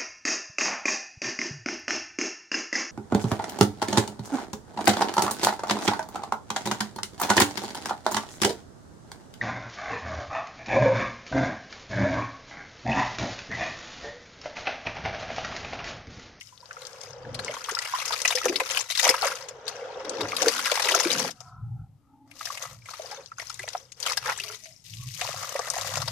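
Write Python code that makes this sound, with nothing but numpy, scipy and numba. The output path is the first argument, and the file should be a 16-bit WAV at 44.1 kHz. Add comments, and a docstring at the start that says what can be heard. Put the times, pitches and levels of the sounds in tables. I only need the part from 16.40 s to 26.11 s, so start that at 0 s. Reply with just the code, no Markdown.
"""Mud and sand in a plastic tub

Two hands knead and scoop slurry: it swirls, spatters and fizzes with bubbles, falls back in
splats, and trapped air plops. Then a block of dry sand is wetted and crushed; its grit hisses
and patters into the water. Bubbles and grains are damped sines, mixed with shaped noise.
The tub booms softly at times; the close microphone hears the treble mostly on the left."""
import sys
import numpy as np
from scipy import signal
from scipy.fft import rfft, irfft, next_fast_len
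from scipy.io import wavfile
from scipy.ndimage import map_coordinates
from numba import njit

SR = 44100
rng = np.random.default_rng(int(sys.argv[2]) if len(sys.argv) > 2 else 0)


def log_audio(samples):
    """Write samples as a 16-bit WAV file to the path given in sys.argv[1]."""
    # one column per channel
    frames = np.atleast_2d(samples).T
    # limit to full scale, then quantise
    limited = np.clip(frames, -1, 1)
    pcm = np.round(limited * 32767).astype(np.int16)
    wavfile.write(sys.argv[1], SR, pcm)


N = 428211


def amp(db):
    """Decibels to gain."""
    return 10 ** (np.asarray(db) / 20)


def unit(x):
    """Scale to rms 1."""
    return x / np.sqrt(np.mean(x ** 2) + 1e-20)


def along(points, hz):
    """Read (freq_hz, value) points on a log axis."""
    freq_hz, values = np.transpose(points)
    return np.interp(np.log(hz + 1), np.log(freq_hz + 1), values)


def stroke(at_s, rise_s, hold_s, fall_s, levels_db, growth_db_per_s=0, fade_db=28):
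    """Rise, hold and fall as (time_s, level_db, ...) rows; the hold ends at levels_db."""
    last_db = np.array(levels_db)
    first_db = last_db - growth_db_per_s * hold_s
    return [(at_s - rise_s, *(first_db - fade_db)), (at_s, *first_db),
            (at_s + hold_s, *last_db), (at_s + hold_s + fall_s, *(last_db - fade_db))]


def gains(*curves):
    """Per-sample gain for each dB column; overlapping curves add in power."""
    t = np.arange(0, N / SR, .003)
    each = []
    for rows in curves:
        time_s, *columns_db = np.transpose(rows)
        each.append([amp(np.interp(t, time_s, db, left=-120, right=-120)) for db in columns_db])
    return [np.interp(np.arange(N) / SR, t, gain) for gain in np.linalg.norm(each, axis=0)]


def wobble(knots_per_s):
    """Smooth random curve."""
    knots = rng.standard_normal(int(N * knots_per_s / SR) + 4)
    return map_coordinates(knots, [np.arange(N) * knots_per_s / SR])


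def spatter(per_s, fall_s, scatter_db):
    """Envelope of quick random swells, rms 1."""
    jitter, chance = rng.random((int(per_s * N / SR), 2)).T
    at = ((np.arange(len(jitter)) + 2 * jitter) / len(jitter) * N).astype(int) % N
    heights = amp(-scatter_db * np.log(np.maximum(chance, np.exp(-3))))
    poles = np.exp(-1 / (SR * np.array([fall_s, fall_s / 3])))
    return unit(signal.lfilter([1], np.poly(poles), np.bincount(at, heights, N)))


def filtered(x, response):
    """Apply a gain given as a function of Hz."""
    size = next_fast_len(N + SR // 4)
    return irfft(rfft(x, size) * response(np.fft.rfftfreq(size, 1 / SR)), size)[..., :N]


def coloured(x, spectrum):
    """Shape by (freq_hz, gain_db) points, rms 1."""
    return unit(filtered(x, lambda hz: amp(along(spectrum, hz))))


def noise(width):
    """White stereo noise; width is side over mid."""
    mid, side = rng.standard_normal((2, N))
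    return unit(np.array([mid + width * side, mid - width * side]))


def swell(peak_s, db, hz, width_oct, rise_s, fall_s):
    """Noise band that grows until peak_s, then fades."""
    t = np.arange(SR) / SR - .5
    octaves = np.log2((np.fft.rfftfreq(SR, 1 / SR) + 1) / hz)
    response = (octaves > -3) / (1 + (octaves / width_oct) ** 2) ** 2
    band = unit(irfft(rfft(rng.standard_normal(SR)) * response, SR))
    envelope = np.exp(-(t / np.where(t < 0, rise_s, fall_s)) ** 2)
    return np.interp(np.arange(N) / SR, peak_s + t, amp(db) * band * envelope, left=0, right=0)


@njit
def ring(starts_s, size, hz, t60_s, rise, attack_cycles, n, sr):
    """Damped sines with a start for each ear; pitch climbs by the fraction rise over t60_s."""
    out = np.zeros((2, n))
    for ear in range(2):
        for g in range(len(size)):
            start_s = starts_s[ear, g]
            for i in range(max(0, int(start_s * sr) + 1), min(n, int((start_s + t60_s[g]) * sr))):
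                t = i / sr - start_s
                cycles = hz[g] * t * (1 + rise * t / t60_s[g] / 2)
                onset = 1 - np.exp(-(cycles / attack_cycles) ** 2)
                decay = np.exp(-6.9 * t / t60_s[g])
                out[ear, i] += size[g] * decay * onset * np.sin(2 * np.pi * cycles)
    return out


def bubbles(start_s, size, hz, t60_s, rise, attack_cycles):
    """Ringing grains scattered over the tub, each reaching one ear slightly earlier."""
    start_s, size, hz, t60_s = map(np.ravel, (start_s, size, np.clip(hz, 60, SR / 3), t60_s))
    lag_s = .0001 * rng.standard_normal(len(start_s))
    starts_s = np.array([start_s - lag_s / 2, start_s + lag_s / 2])
    return ring(starts_s, size, hz, t60_s, float(rise), float(attack_cycles), N, SR)


def swarm(per_s, low_hz, high_hz, cycles, scatter_db, rise):
    """Steady stream of grains, many weak and a few strong, rms 1."""
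    when, pitch, chance = rng.random((int(per_s * N / SR), 3)).T
    hz = low_hz + (high_hz - low_hz) * pitch
    size = amp(-scatter_db * np.log(np.maximum(chance, np.exp(-4)))) * np.sqrt(hz)
    return unit(bubbles(when * N / SR, size, hz, cycles / hz, rise, attack_cycles=1.8))


def bursts(start_s, db, hz, t60_s, count, spread, cycles, scatter_db, blur_s=0):
    """A fading cluster of tiny bubbles per event; spread is in log pitch, blur_s softens the start."""
    shape = (len(start_s), count)
    age = .6 * ((np.arange(count) + rng.random(shape)) / count) ** 1.3
    detune = np.exp(spread * np.sqrt(3) * rng.uniform(-.973, 1, shape))
    pitch_hz = np.clip(np.reshape(hz, (-1, 1)) * detune, 400, 14000)
    share = amp(scatter_db * rng.standard_normal(shape) - 92 * age ** 2)
    share /= np.linalg.norm(share, axis=1, keepdims=True)
    life_s = cycles / pitch_hz
    starts_s = start_s[:, None] + age * np.reshape(t60_s, (-1, 1)) + blur_s * rng.standard_normal(shape)
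    size = amp(db)[:, None] * share / np.sqrt(life_s)  # energy independent of life_s
    return bubbles(starts_s, size, pitch_hz, life_s, rise=.042, attack_cycles=1.415)


def air():
    """Faint, steady noise of the still air."""
    # air spectrum: freq_hz, gain_db
    spectrum = [(30, -13), (110, -2.5), (200, -8), (400, -20), (900, -21.5), (1600, -31), (4000, -35.5),
                (14000, -40.5)]
    return amp(-66.5) * coloured(noise(.66), spectrum)


def stirring():
    """Swirl, splash and spray gains from the hands; submerged drags gather speed."""
    # hands dragging under water: start_s, end_s, final_swirl_db
    drags = [(0.277, 1.115, -41.5), (2.916, 3.844, -35), (6.648, 6.81, -48)]
    # hands breaking the surface, or mud running off them:
    # full_s, rise_s, hold_s, fall_s, swirl_db, splash_db, spray_db
    sloshes = [(0.0, 0.016, 0.081, 0.44, -95.5, -75, -59.5), (0.42, 0.55, 0.057, 0.74, -64, -53, -55.5),
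               (0.616, 0.16, 0.094, 0.084, -63, -70, -57.5), (1.062, 0.25, 0.36, 0.16, -53, -47, -52),
               (1.427, 0.16, 0.31, 0.09, -79, -41.5, -46.5), (1.7, 0.2, 0.42, 0.22, -48, -46, -44.5),
               (2.33, 0.47, 0.038, 0.23, -46, -41.5, -42), (2.511, 0.051, 0.021, 0.24, -77, -48, -39),
               (2.586, 0.031, 0.069, 0.069, -70, -37.5, -34),
               (2.651, 0.068, 0.022, 0.23, -35.5, -29.5, -34.5), (2.833, 0.11, 0.028, 0.33, -39, -35, -39),
               (3.272, 0.037, 0.033, 0.57, -44, -48, -52.5), (3.788, 0.3, 0.18, 0.23, -42, -49, -48.5),
               (4.032, 0.2, 0.5, 0.083, -49, -35.5, -39), (4.533, 0.38, 0.34, 0.064, -38, -39, -39.5),
               (4.925, 0.11, 0.16, 0.13, -77.5, -66, -66), (6.478, 0.088, 0.25, 0.38, -64, -55.5, -53),
               (6.987, 0.041, 0.24, 0.19, -69.5, -58, -54.5), (7.268, 0.05, 0.11, 0.24, -56, -58.5, -55),
               (7.675, 0.11, 0.022, 0.12, -41, -38.5, -37), (7.884, 0.11, 0.024, 0.079, -42, -30.5, -41),
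               (7.923, 0.47, 0.23, 0.08, -72, -55.5, -48.5), (8.202, 0.077, 0.026, 0.45, -86.5, -77, -54)]
    curves = []
    for start_s, end_s, db in drags:
        levels_db = (db, db - 6, db - 19.5)  # the surface stays almost closed
        curves.append(stroke(start_s, .18, end_s - start_s, .083, levels_db, growth_db_per_s=17))
    for full_s, rise_s, hold_s, fall_s, *levels_db in sloshes:
        curves.append(stroke(full_s, rise_s, hold_s, fall_s, levels_db))
    return gains(*curves)


def slurry(swirl, splash, spray):
    """Submerged hands churn smoothly; an open surface adds spatters and a fizz of bursting films."""
    # spectra of churning, splashing, spray and a barely moving film: freq_hz, gain_db
    gurgle_eq = [(100, -38), (250, -26), (360, -17.5), (430, -3.5), (490, 1.5), (560, 1), (640, -8),
                 (900, -9.5), (1600, -45.5), (5000, -87)]
    splash_eq = [(350, -35), (650, -3.5), (1000, 8), (1500, 9), (2200, -3.5), (3200, -2), (6000, -28.5),
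                 (10000, -61.5)]
    spray_eq = [(1180, -28), (2000, 2), (2600, -1), (3810, -1.5), (5880, 1), (8050, -8.5), (13700, -9),
                (14500, -16.5), (15100, -38.5), (16000, -44)]
    seep_eq = [(1000, -21.5), (2000, -12.5), (3100, -15), (4400, -4.5), (5800, 0.5), (7500, -4.5),
               (13700, -19.5), (15100, -38)]
    open_db, seep_db, quiet_db, muffle_hz = -58.5, -56, -74, 7200
    clumps = np.minimum(wobble(75), 1) + .15  # ragged flow: more gaps than leaps
    opened = spray ** 2 / (spray ** 2 + amp(open_db) ** 2)
    smooth = np.sqrt(1 - .15 * opened ** 2)
    flecks = unit(.43 + spatter(per_s=150, fall_s=.003, scatter_db=1.6))
    spatters = 1 + opened ** 2 * (flecks - 1)

    churn = swarm(900, 150, 1130, cycles=17, scatter_db=2.2, rise=.07) + .9 * noise(.15)
    gurgling = swirl * coloured(churn, gurgle_eq)

    drops = coloured(swarm(330, 471, 4070, cycles=18, scatter_db=2.4, rise=.04), splash_eq)
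    drips = swarm(85, 850, 2700, cycles=29, scatter_db=2, rise=.06)
    films = coloured(swarm(900, 1800, 11460, cycles=35, scatter_db=1.5, rise=.067), spray_eq)
    wash = coloured(noise(.65), splash_eq)
    water = opened * (.75 * drops + amp(-4.5) * drips) + .85 * smooth * wash
    splashing = splash * water * amp(2.4 * opened * clumps)

    specks = swarm(100, 2000, 6500, cycles=42, scatter_db=3, rise=.1)
    fizz = opened * films + smooth * (.95 * coloured(noise(.93), spray_eq) + .62 * specks)
    # weak spray thins to a fine, high seeping
    seep = amp(.5) * coloured(noise(.93) + specks / 2, seep_eq)
    thin = amp(seep_db) ** 2 / (spray ** 2 + amp(seep_db) ** 2)
    fizz = np.sqrt(1 - thin) * fizz + np.sqrt(thin) * seep
    # deep swirl muffles the fizz, and so does a very faint spray
    dull = filtered(fizz, lambda hz: 1 / (1 + (hz / muffle_hz) ** 8))
    exposed = spray ** 2 / (spray ** 2 + (amp(-8) * swirl) ** 2 + amp(quiet_db) ** 2)
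    fizz = dull + exposed * (fizz - dull)
    fizzing = spray * fizz * amp(3.5 + (.65 + 1.5 * opened) * clumps)
    return gurgling + spatters * (splashing + fizzing)


def splats():
    """A lump of mud clicks on contact, slaps the surface and throws a bright spray."""
    # mud landing and tearing: start_s, spray_db, slap_db, spray_hz
    lumps = [(.01, -40.5, -74.5, 2540), (.418, -44, -55, 3870), (.634, -42.5, -48, 5550),
             (.945, -33.5, -41.5, 4860), (.991, -33, -30.5, 4460), (1.11, -37.5, -43, 2370),
             (1.139, -36, -33, 5300), (1.243, -37, -42.5, 3400), (1.293, -29, -33.5, 1610),
             (1.311, -32.5, -44.5, 5800), (1.419, -39, -37.5, 2020), (1.452, -34, -34, 2470),
             (1.584, -34, -36, 3500), (1.599, -34.5, -44, 2760), (1.618, -33, -35, 2470),
             (1.655, -29, -45, 5740), (1.679, -30.5, -44.5, 5660), (1.724, -28, -36, 3800),
             (1.734, -30.5, -31.5, 4120), (1.758, -35, -42, 2200), (1.85, -20, -24.5, 2380),
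             (1.877, -20.5, -33, 5800), (1.905, -23.5, -25, 4220), (1.924, -27.5, -29.5, 2570),
             (1.953, -23, -35.5, 4970), (1.973, -30, -33.5, 2030), (2.043, -31.5, -37, 2080),
             (2.055, -25.5, -20, 5100), (2.083, -27.5, -40.5, 2600), (2.122, -47, -34.5, 5430),
             (2.158, -21.5, -44.5, 4220), (2.2, -23.5, -25.5, 2150), (2.3, -31, -33.5, 2950),
             (2.308, -27, -35.5, 6040), (2.347, -30, -39.5, 2730), (2.371, -20.5, -29.5, 2770),
             (2.391, -27.5, -34.5, 5900), (2.406, -27.5, -34, 6300), (2.502, -33, -36, 4630),
             (2.519, -31.5, -45, 3860), (2.551, -28, -47, 4200), (2.574, -24.5, -42, 4800),
             (2.595, -28.5, -31.5, 2250), (2.629, -23.5, -26, 6040), (2.653, -25.5, -21, 2530),
             (2.683, -34, -27.5, 3720), (2.691, -15, -21, 5730), (2.741, -30, -26, 1700),
             (2.838, -40, -20, 1890), (2.852, -32, -27.5, 1800), (2.87, -26.5, -23.5, 5500),
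             (3.086, -35.5, -55, 5900), (3.279, -31.5, -38, 4600), (3.288, -38.5, -40.5, 5840),
             (3.648, -42, -35.5, 4630), (3.808, -29, -27.5, 4370), (3.852, -50, -29, 1810),
             (3.886, -35, -47, 5130), (3.967, -25, -47.5, 4000), (4.02, -20.5, -29.5, 5740),
             (4.082, -19, -21.5, 5400), (4.256, -29, -29, 2000), (4.315, -23.5, -34, 2770),
             (4.355, -29, -40, 5170), (4.446, -26.5, -25.5, 3360), (4.397, -26.5, -28, 2100),
             (4.485, -22, -26, 2850), (4.517, -22.5, -32.5, 3250), (4.547, -18, -18.5, 5640),
             (4.574, -35.5, -34, 4020), (4.598, -21.5, -23, 5670), (4.632, -28, -34.5, 4640),
             (4.704, -22.5, -37, 3560), (4.727, -23, -34.5, 5400), (4.793, -24, -25.5, 5100),
             (4.846, -40, -25, 5560), (4.886, -39.5, -36, 1920), (4.907, -37, -50.5, 5970),
             (5.005, -43, -41.5, 5730), (5.913, -46.5, -60.5, 2334), (6.054, -31, -42, 5000),
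             (6.07, -38, -44, 1940), (6.174, -35.5, -47, 2440), (6.223, -33, -41.5, 5600),
             (6.457, -45, -52, 2250), (6.508, -47, -41, 6300), (6.543, -46, -49, 2500),
             (6.713, -39, -35, 5140), (6.997, -34, -40, 2220), (7.02, -44, -38, 2300),
             (7.098, -35, -52, 5950), (7.193, -34, -43, 1910), (7.23, -38, -52, 2500),
             (7.277, -36, -35, 2270), (7.332, -38.5, -48.5, 4570), (7.52, -42.5, -66.5, 5970),
             (7.602, -36, -52, 6900), (7.628, -30, -57, 5200), (7.662, -27, -29, 2920),
             (7.7, -35, -40, 4870), (7.772, -24.5, -29, 4770), (7.857, -31, -33, 1700),
             (7.889, -38, -22, 2020), (7.976, -37, -43, 8200), (7.999, -30, -48.5, 3020),
             (8.038, -36, -48.5, 4740), (8.257, -46, -57.5, 2070), (8.764, -44, -63.5, 2740),
             (8.792, -42, -42.5, 1900), (8.812, -28.5, -31, 2140), (9.16, -36, -35, 2180),
             (9.273, -39.5, -29, 1810), (9.339, -39, -31.5, 1900), (9.381, -33.5, -26.5, 5940),
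             (9.398, -42, -33, 6260), (9.415, -35, -37, 6360), (9.539, -35.5, -32, 5500),
             (9.571, -29.5, -28.5, 6060), (9.601, -45, -35.5, 4440), (9.618, -33.5, -32, 5000),
             (9.678, -29.5, -27.5, 4500)]
    start_s, spray_db, slap_db, spray_hz = np.transpose(lumps)
    t60_s = .032 * 2 ** ((slap_db + 32.5) / 46)  # a harder slap sprays longer
    blur_s = .001  # a soft lump does not land all at once
    spray = bursts(start_s, spray_db - 4.5, spray_hz, t60_s,
                   count=7, spread=.12, cycles=35, scatter_db=3.5, blur_s=blur_s)
    crackle = bursts(start_s, spray_db, 4800, t60_s,
                     count=70, spread=.5, cycles=6.94, scatter_db=5, blur_s=blur_s)
    slap = bursts(start_s, slap_db - 1.5, 1100, t60_s, count=14, spread=.385, cycles=9.94, scatter_db=1)
    click_hz = np.sqrt(2600 * spray_hz)
    click = bubbles(start_s, amp(spray_db + 13), click_hz, 8 / click_hz, rise=0, attack_cycles=.8)
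    return click + spray + crackle + slap


def plops():
    """Air pockets ring and split; the film over each tears with a ragged squelch."""
    # trapped air: start_s, level_db, pitch_hz, t60_s
    pockets = [(0.124, -46, 996, 0.073), (0.228, -43, 980, 0.078), (0.309, -24, 1550, 0.017),
               (0.367, -28, 1320, 0.021), (0.85, -31.5, 1660, 0.015), (1.081, -18.5, 2120, 0.014),
               (1.094, -19.5, 587, 0.03), (1.167, -25, 1080, 0.026), (1.286, -14.5, 1130, 0.016),
               (1.318, -22, 430, 0.029), (1.35, -16.5, 5150, 0.01), (1.369, -19, 1360, 0.021),
               (1.389, -20, 1900, 0.018), (1.536, -17, 1020, 0.056), (1.706, -13.5, 940, 0.013),
               (1.732, -24, 1250, 0.036), (1.851, -13, 2520, 0.022), (1.949, -25, 502, 0.11),
               (2.014, -21, 1290, 0.018), (2.028, -25, 1900, 0.017), (2.056, -12.5, 489, 0.053),
               (2.095, -9, 350, 0.033), (2.202, -9.5, 1030, 0.015), (2.214, -20, 510, 0.036),
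               (2.37, -20, 2470, .016), (2.595, -11.5, 1910, 0.016), (2.667, -9.5, 617, 0.029),
               (2.69, -8, 2030, 0.016), (2.695, -18.5, 470, .05), (2.741, -9, 1150, .009),
               (2.827, -6, 840, 0.012), (2.852, -20.5, 557, 0.06), (3.93, -20.5, 1190, .04),
               (4.006, -20, 1750, 0.015), (4.021, -8, 594, 0.018), (4.04, -15, 475, 0.033),
               (4.067, -8.5, 457, 0.064), (4.274, -19, 1610, 0.016), (4.318, -9, 590, 0.026),
               (4.373, -11.5, 860, 0.015), (4.487, -9.5, 1950, 0.012), (4.518, -15.5, 620, 0.032),
               (4.542, -16, 1350, 0.038), (4.567, -17, 490, 0.029), (4.603, -15.5, 960, 0.023),
               (4.655, -12.5, 342, 0.064), (4.752, -19, 1420, 0.015), (6.009, -22.5, 1240, 0.018),
               (6.102, -20.5, 1120, 0.022), (6.421, -46, 2300, 0.022), (6.487, -27.5, 1290, 0.019),
               (6.536, -25.5, 1210, .019), (6.595, -23.5, 624, 0.043), (6.646, -30, 668, .03),
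               (6.724, -31, 824, 0.057), (6.917, -28.5, 1307, 0.028), (6.983, -26.5, 1440, 0.02),
               (7.1, -26, 1320, .02), (7.198, -47, 380, 0.12), (7.237, -28.5, 594, .033),
               (7.349, -15, 733, 0.024), (7.715, -15.5, 1230, 0.014), (7.773, -20, 1640, 0.021),
               (7.897, -14, 1430, 0.014), (7.987, -27, 1750, 0.019), (8.099, -29, 1374, .02),
               (8.815, -24.5, 722, 0.053), (8.886, -21.5, 644, 0.02), (8.941, -23, 653, 0.017),
               (9.114, -36, 1590, 0.02), (9.152, -17, 563, 0.046), (9.192, -6, 684, .011),
               (9.364, -19.5, 726, 0.033), (9.571, -16, 606, 0.015)]
    start_s, db, hz, t60_s = np.transpose(pockets)
    tear_s = np.minimum(t60_s, .03)
    ringing = bubbles(start_s, amp(db + 3), hz, t60_s, rise=.025, attack_cycles=1.7)
    pieces = bursts(start_s + .002, db - 18.5, 1.1 * hz, tear_s,
                    count=9, spread=.28, cycles=12, scatter_db=2)
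    squelch = bursts(start_s, db - 19, 55 * np.sqrt(hz), tear_s,
                     count=30, spread=.6, cycles=4.7, scatter_db=7)
    return ringing + pieces + squelch


def ticks():
    """Hard contacts a few cycles long, with specks flying off."""
    # single drops and crumbs striking: start_s, level_db, pitch_hz
    strikes = [(0.177, -32, 3900), (0.257, -30, 4500), (0.33, -29, 5900), (0.452, -24, 4360),
               (0.469, -19.5, 5900), (0.531, -28, 5000), (0.614, -22, 5700), (1.047, -16, 6200),
               (1.389, -9.5, 5140), (1.818, -7, 5730), (2.678, -5, 7250), (2.826, -20, 2600),
               (3.281, -14, 4170), (2.955, -19, 6260), (3.695, -11, 6200), (3.92, -13.5, 2290),
               (6.86, -24.5, 4705), (7.143, -21, 6800), (7.288, -13, 5930), (7.721, -9, 5640),
               (8.814, -13.5, 4040), (9.193, -14.5, 5660), (9.3015, -3, 7000)]
    start_s, db, hz = np.transpose(strikes)
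    specks = bursts(start_s, db - 22, hz, t60_s=.012, count=12, spread=.25, cycles=12, scatter_db=3)
    contact = bubbles(start_s, amp(db + 7), hz, 10 / hz, rise=0, attack_cycles=1.3)
    return contact + specks


def tub_boom():
    """The tub booms in soft swells over a faint, steady rumble."""
    # swells of booming: full_s, rise_s, hold_s, level_db
    booms = [(0.905, 0.35, 0.1, -39.5), (3.842, 0.07, 0.012, -42.5), (5.245, 0.26, 0.16, -34.5),
             (6.33, 0.15, 0.057, -47.5), (7.127, 0.34, 0.11, -57.5), (7.788, 0.12, 0.21, -56),
             (8.546, 0.1, 0.15, -37.5), (8.837, 0.17, 0.17, -48.5), (9.576, 0.31, 0.18, -35)]
    # tub spectrum: freq_hz, gain_db
    spectrum = [(25, -51), (45, -31), (61, -0.5), (78, -23.5), (100, 3), (123, 2.5), (155, -4.5),
                (205, -23), (300, -30.5), (600, -67.5)]
    fall_s, rest_db = .17, -62
    swells, = gains(*[stroke(full_s, rise_s, hold_s, fall_s, [db])
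                      for full_s, rise_s, hold_s, db in booms])
    return amp(-3.5) * (swells + amp(rest_db)) * coloured(noise(.17), spectrum)


def gulps():
    """A cloud of large bubbles throbs as water rushes into the hole left by the hands."""
    # bubble clouds: peak_s, level_db, pitch_hz, rise_s, fall_s
    clouds = [(0.899, -50, 245, 0.054, 0.21), (2.078, -34.5, 384, 0.027, 0.11),
              (2.698, -33.5, 452, 0.0061, 0.016), (3.682, -39, 383, 0.044, 0.08),
              (3.818, -32, 360, 0.044, 0.048), (4.03, -25, 522, 0.012, 0.021),
              (4.08, -27, 464, 0.022, 0.019), (4.181, -49.5, 261, 0.56, 0.062),
              (4.558, -37, 482, 0.11, 0.025), (4.681, -45.5, 322, 0.026, 0.12),
              (4.79, -38.5, 203.7, 0.098, 0.095)]
    width_oct = .72
    return sum(swell(peak_s, db, hz, width_oct, rise_s, fall_s)
               for peak_s, db, hz, rise_s, fall_s in clouds)


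def thud():
    """The plunging hands hit the packed sand below: one short, deep push."""
    start_s, length_s = 2.692, .00054
    age = np.maximum(np.arange(N) / SR - start_s, 0) / length_s
    return amp(-20.5) * age * (2 - age) * np.exp(-age)


def faint_tones():
    """Wavering tones in the lulls: a narrow core of noise with a rough skirt."""
    # tones: peak_s, level_db, pitch_hz, half_length_s
    tones = [(5.08, -58, 737, 0.11), (5.119, -57, 1015, 0.093), (5.12, -52.5, 1310, 0.12),
             (5.357, -60, 798, 0.12), (5.406, -64, 1347, 0.045), (5.694, -71.5, 1267, 0.082),
             (5.795, -61.5, 854, 0.1), (5.832, -55.5, 279.5, 0.15), (8.071, -51, 423, 0.091),
             (8.09, -49.5, 637, 0.045), (8.284, -57, 645, 0.052), (8.637, -56, 1114, 0.046)]
    sound = np.zeros(N)
    for peak_s, db, hz, half_s in tones:
        core = swell(peak_s, db - 5.5, hz, 60 / hz, half_s, half_s)
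        skirt = swell(peak_s, db - 3, hz, .16, half_s, half_s)
        sound += core + skirt
    return sound


def sand():
    """Dry grit hisses off the block and patters into the water; larger crumbs tick and plip."""
    # one level curve per pour: time_s, patter_db, grit_db
    pours = [
        [(5.86, -72, -80), (6.006, -59, -45), (6.246, -43.5, -44), (6.42, -76, -66)],
        [(8.44, -96, -52), (8.53, -76, -49), (8.628, -102, -49.5), (8.86, -38.5, -38), (8.976, -45, -40.5),
         (9.242, -41, -42.5), (9.344, -43, -39.5), (9.516, -38.5, -37), (9.72, -48, -43.5)],
    ]
    # spectra of patter on water and of sliding grit: freq_hz, gain_db
    patter_eq = [(180, -60), (300, -42.5), (427, -22), (540, -3.5), (879, -9), (1210, -2), (1540, -13),
                 (1950, -6.5), (2600, -28.5), (3380, -48.5), (5720, -120)]
    grit_eq = [(1180, -21), (2000, -6), (2160, -4.5), (2760, -3), (3280, -4), (6200, -1), (9490, -12.5),
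               (13700, -10.5), (14700, -21), (16000, -76)]
    patter, grit = gains(*pours)
    clumps = (wobble(45) + wobble(170)) / np.sqrt(2)
    crumbs = spatter(per_s=60, fall_s=.0014, scatter_db=2.5)
    drops = swarm(1000, 380, 2600, cycles=9, scatter_db=2.4, rise=.06) + .6 * noise(.45)
    grains = swarm(3500, 1800, 13440, cycles=8, scatter_db=2.8, rise=0) + .8 * noise(.8)
    landing = patter * coloured(drops, patter_eq) * (amp(3 * clumps) + amp(-12) * crumbs)
    sliding = grit * coloured(grains, grit_eq) * (amp(2 * clumps) + amp(-5.5) * crumbs)
    return amp(.75) * landing + amp(-1.24) * sliding


def walls(x, t60_s, wet_db):
    """Add short, dense reflections from the tub's walls."""
    t = np.arange(SR // 5) / SR
    tail = rng.standard_normal((2, len(t))) * amp(-60 * t / t60_s) * (t > .002)
    tail /= np.linalg.norm(tail, axis=1, keepdims=True)
    return x + amp(wet_db) * signal.fftconvolve(x, tail, axes=1)[:, :N]


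def scene():
    """Mud and sand between the tub's walls, plus the low and faint layers."""
    contents = slurry(*stirring()) + splats() + sand() + plops() + ticks()
    reflected = walls(contents, t60_s=.055, wet_db=-8.5)
    return reflected + thud() + gulps() + tub_boom() + faint_tones() + air()


def record(dry):
    """Band-limited stereo microphone, its right port shaded in the treble."""
    # channel balance: freq_hz, left_minus_right_db
    balance = [(200, 1), (700, 1.5), (1300, 1.5), (2400, 2), (4400, 12.5), (8000, 14.5), (15000, 12)]
    top_hz = 14500

    def ports(hz):
        ratio = amp(along(balance, hz))
        low_pass = 1 / np.sqrt(1 + (hz / top_hz) ** 120)
        return 2 * np.array([ratio, np.ones_like(ratio)]) / (1 + ratio) * low_pass
    return filtered(dry, ports)


dry = scene()
out = record(dry)
log_audio(out)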